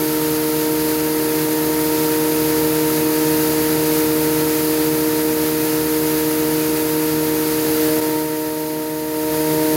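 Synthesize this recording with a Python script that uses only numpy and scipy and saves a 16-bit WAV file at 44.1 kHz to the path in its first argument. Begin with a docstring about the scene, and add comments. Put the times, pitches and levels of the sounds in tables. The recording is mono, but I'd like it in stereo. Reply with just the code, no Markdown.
"""The rotor of an electric hammer mill hums outdoors, a few metres away, on the harmonics of its shaft.
Sawdust hisses up the resonant blower pipe, turbulent air roars in the steel housing,
and the motor adds mains hum and thin bearing tones. Near 8 s a box is lifted off the hopper,
which frees the upper hum; then the whole level sinks for about a second and comes back."""
import sys
import numpy as np
from scipy import signal
from scipy.fft import rfft, irfft
from scipy.io import wavfile
from scipy.ndimage import uniform_filter1d

SR = 44100
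rng = np.random.default_rng(int(sys.argv[2]) if len(sys.argv) > 2 else 0)


def persist_wave(psi):
    """Save psi, clipped to +-1, as 16-bit WAV."""
    counts = np.round(np.clip(psi, -1, 1) * 32767).astype(np.int16)
    wavfile.write(sys.argv[1], SR, np.atleast_2d(counts).T)


N = 430406
T = np.arange(N) / SR
FREQS = np.arange(N // 2 + 1) * SR / N
EAR_LAG_S = 0.00013  # difference in arrival time between the ears


def rotor(opening, flutter_db=0.48, sway_db=0.36, throb_db=2.0, jitter_rad=0.01, right_ring_share=0.28):
    """Periodic forcing: hammers and fan blades chop the air into shaft orders that turbulence shakes."""
    # shaft speed: (time [s], rotation rate [Hz])
    speed = [(0, 77.2), (2, 77.53), (4, 77.48), (7.5, 77.55), (8.6, 77.43), (9.76, 77.6)]
    # change in the fan's whine, from the twelfth order up: (time [s], level [dB])
    whine = [(0, 0.5), (2.1, 2), (5, -1), (7.45, 0), (7.85, -5.5), (8.05, 3), (9.76, 1.5)]
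    # shaft harmonics: (order, left level [dB], right level [dB],
    # left change with the hopper open [dB], right change with the hopper open [dB])
    orders = [(1, -27, -26, -2, 0), (2, -16, -16.5, 1, 1.5), (3, -27.5, -35, -7, -6), (4, -2.5, -3, 1, 1.5),
              (5, -18.5, -25, 1, -2), (6, -2, -7.5, 1, 2), (8, -17, -20, 12, 2), (9, -31.5, -35, -4, -2),
              (12, -19.5, -14, 5.5, 2.5), (16, -40, -35, 0, 0), (20, -36, -43, 0, -2),
              (24, -31, -27.5, 3, -1)]
    turns = np.cumsum(curve(speed)) / SR
    angle = 2 * np.pi * turns + jitter_rad * walk(12)
    whine_db = curve(whine)
    out = np.zeros((2, N))
    for order, left_db, right_db, left_open_db, right_open_db in orders:
        hz = order * speed[0][1]
        is_whine, is_throb = order >= 12, order <= 2
        # the housing shifts each order in its own way, which smooths the blade pulses into a drone
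        phase = order * angle + rng.uniform(0, 2 * np.pi)
        shake_db = flutter_db * walk(16) + sway_db * walk(2.014)
        shake_db += is_throb * throb_db * walk(9) + is_whine * whine_db
        ring_db = hopper_resonance(hz, opening)
        # the hum reaches the left ear first; the whine, reflected by the wall, the right
        lag = 2 * np.pi * hz * EAR_LAG_S * (-1 if is_whine else 1)
        left_gain = undb(left_db + left_open_db * opening + shake_db + ring_db)
        right_gain = undb(right_db + right_open_db * opening + shake_db + right_ring_share * ring_db)
        out[0] += left_gain * np.sin(phase)
        out[1] += right_gain * np.sin(phase - lag)
    return np.sqrt(2) * out


def hopper_resonance(hz, opening, shut_hz=470, open_hz=1280, width_hz=105, boost_db=9.5):
    """Air resonance: the mouth's boost in dB moves up in pitch as the gap widens, strongest half way."""
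    mouth_hz = shut_hz * (open_hz / shut_hz) ** opening
    return boost_db * np.sin(np.pi * opening) * peak(hz, mouth_hz, width_hz)


def sawdust(opening, grain_spread_db=2.5, surge_db=0.12, flicker_db=0.54, direct=0.29, gain_db=18.0):
    """Random excitation: countless grains scour the steel and drive the resonances of the blower pipe."""
    # sawdust and air in the pipe: (frequency [Hz], left density [dB], right density [dB])
    hiss_spectrum = [(1110, -65.5, -65), (1334, -58, -62.5), (1560, -61.5, -65), (2050, -62.5, -63),
                     (3260, -65, -74.5), (4730, -62.0, -66), (5580, -66, -72.5), (6420, -63.5, -72.5),
                     (8060, -67.5, -78.2), (9420, -66, -62.5), (11640, -63.5, -61), (12400, -61, -58.5),
                     (14400.0, -62, -64.5), (15800.0, -64, -67)]
    # pipe resonances: (frequency [Hz], width [Hz], left boost [dB], right boost [dB])
    pipe_modes = [(1715, 190, 4, -0.5), (2780, 220, 0, 3.5), (5200, 200, 1, 2), (6660, 130, 1.5, .8),
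                  (7200, 300, 2, 1.5), (13150, 400, 2.2, -0.5), (15500, 400, 6.5, 2)]
    # hollow note of the open hopper: (frequency [Hz], width [Hz], level against the hiss [dB])
    hollow_note = (1930, 220, -.5)
    hollow_hz, hollow_width_hz, hollow_db = hollow_note
    rush = np.minimum(opening / 0.25, 1)  # air rushes at full strength from a quarter open
    common = white()  # a small share reaches both ears alike
    out = []
    for ear in range(2):
        grains = rng.standard_normal(N) * undb(grain_spread_db * rng.standard_normal(N))
        excitation = rfft(grains / grains.std()) + direct * common
        pipe_gain = undb(sum(db[ear] * peak(FREQS, hz, width) for hz, width, *db in pipe_modes))
        stream = colour(excitation * pipe_gain * yard(), hiss_spectrum, ear)
        hollow = colour(white() * peak(FREQS, hollow_hz, hollow_width_hz), hiss_spectrum, ear)
        out.append((stream + rush * undb(hollow_db) * hollow) * undb(flicker_db * walk(12)))
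    return np.array(out) * undb(gain_db + surge_db * walk(6))


def housing_roar(coherent_below_hz=760, gust_db=0.6, gain_db=18.5, own_share=0.2):
    """Turbulence noise: air booms in the housing, and its long waves reach both ears nearly coherent."""
    # air in the housing: (frequency [Hz], left density [dB], right density [dB])
    roar_spectrum = [(20, -87.7, -86.8), (50, -77, -71.8), (100, -65, -69), (146, -53.2, -53.5),
                     (198, -62, -70), (266, -56.5, -59.5), (355, -53, -52), (447, -60.5, -62),
                     (537, -64.5, -64), (590, -52, -67), (620, -61, -72), (726, -61, -70.5),
                     (863, -60, -61), (1085, -62, -62.5)]
    coherence = np.sqrt(1 - own_share ** 2) / (1 + (FREQS / coherent_below_hz) ** 4)
    left = white()
    delayed = left * np.exp(-2j * np.pi * FREQS * EAR_LAG_S)
    right = coherence * delayed + np.sqrt(1 - coherence ** 2) * white()
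    roar = np.array([colour(left, roar_spectrum, 0), colour(right, roar_spectrum, 1)])
    return roar * undb(gain_db + gust_db * walk(8))


def motor(waver_db=2.5, drift=0.00071):
    """Amplitude and phase modulation: mains hum and thin bearing tones each waver on their own."""
    # motor and bearing tones: (frequency [Hz], left level [dB], right level [dB])
    tones = [(46, -46, -45), (120.3, -29, -38), (241.2, -25.5, -26.5), (665.5, -25, -40), (759, -33, -37),
             (835, -33, -35), (1193, -32.5, -31), (1308, -32, -36), (1664, -32, -44), (2150, -39, -43),
             (2510, -36, -29.5), (4070, -38, -44)]
    out = np.zeros((2, N))
    for hz, left_db, right_db in tones:
        phase = hz * (2 * np.pi * T + drift * walk(4))
        tone = np.sin(phase) * undb(waver_db * walk(7))
        out += np.sqrt(2) * undb([[left_db], [right_db]]) * tone
    return out


def yard(share=0.29, first_s=0.004, decay_s=0.004):
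    """Interference: frequency response of the direct path plus echoes from wall, ground and machine."""
    echoes = rng.standard_normal(N) * (T > first_s) * np.exp(-np.minimum(T / decay_s, 20))
    return (1 + share * rfft(echoes / np.linalg.norm(echoes))) / np.sqrt(1 + share ** 2)


def dip(start_s, end_s, depth_db, fall_s, recovery_s, sudden_share=0.14):
    """Exponential relaxation: a level in dB steps down, settles lower and eases back after the end."""
    fall = (T > start_s) * (1 - (1 - sudden_share) * np.exp(-np.maximum(T - start_s, 0) / fall_s))
    return -depth_db * fall * np.exp(-np.maximum(T - end_s, 0) / recovery_s)


def colour(spectrum, table, ear):
    """Spectral shaping: noise takes one ear's relative densities, with steep skirts past their ends."""
    hz, *density_db = np.transpose(table)
    f = np.maximum(FREQS, 1)
    gain = undb(np.interp(np.log(f), np.log(hz), density_db[ear]))
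    skirts = np.sqrt((1 + (hz[0] / f) ** 30) * (1 + (f / hz[-1]) ** 30))
    return irfft(spectrum * gain / skirts, N) * np.sqrt(SR / 2)


def peak(f, hz, width):
    """Resonance: the power response of one mode, 1 at its centre."""
    return 1 / (1 + (2 * (f - hz) / width) ** 2)


def white():
    """White noise: a random spectrum with equal mean power at every frequency."""
    return (rng.standard_normal(len(FREQS)) + 1j * rng.standard_normal(len(FREQS))) * np.sqrt(N / 2)


def walk(rate):
    """Random modulation: steps smoothed twice, with a spread near 1 and about `rate` swings a second."""
    hold = int(SR / (2 * rate))
    steps = np.repeat(rng.standard_normal(N // hold + 1), hold)
    return 1.3 * uniform_filter1d(uniform_filter1d(steps, hold), hold)[:N]


def curve(table):
    """Linear interpolation: rows of (time [s], value) at every sample."""
    return np.interp(T, *np.transpose(table))


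def undb(db):
    """Logarithmic level: decibels to amplitude gain."""
    return 10 ** (np.asarray(db) / 20)


def scene(lift_start_s=7.72, lift_length_s=0.69):
    """Superposition: rotor, motor, roar and hiss of the one machine add up and swell together."""
    # the machine's slow swell with the flow of wood: (time [s], level [dB])
    swell = [(0, -19), (1.6, -19), (2.05, -18), (3.9, -17.5), (5, -18.5), (7.3, -19), (7.9, -18),
             (9.76, -18.5)]
    opening = np.clip((T - lift_start_s) / lift_length_s, 0, 1)  # the box comes off in one even pull
    machine = rotor(opening) + motor() + housing_roar() + sawdust(opening)
    return undb(curve(swell)) * machine


def record(dry, cutoff_hz=15900):
    """Attenuation: the level dips for an instant and for a second, and a low-pass cuts the top treble."""
    # dips in level: (start [s], end [s], depth [dB], fall time [s], recovery time [s])
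    dips = [(7.99, 9.1, 7.0, .28, .23), (8.001, 8.011, 6, .002, .002)]
    gain = undb(sum(dip(*row) for row in dips))
    lowpass = signal.ellip(12, 0.1, 90, cutoff_hz, fs=SR, output="sos")
    return signal.sosfilt(lowpass, dry * gain)


dry = scene()
out = record(dry)
persist_wave(out)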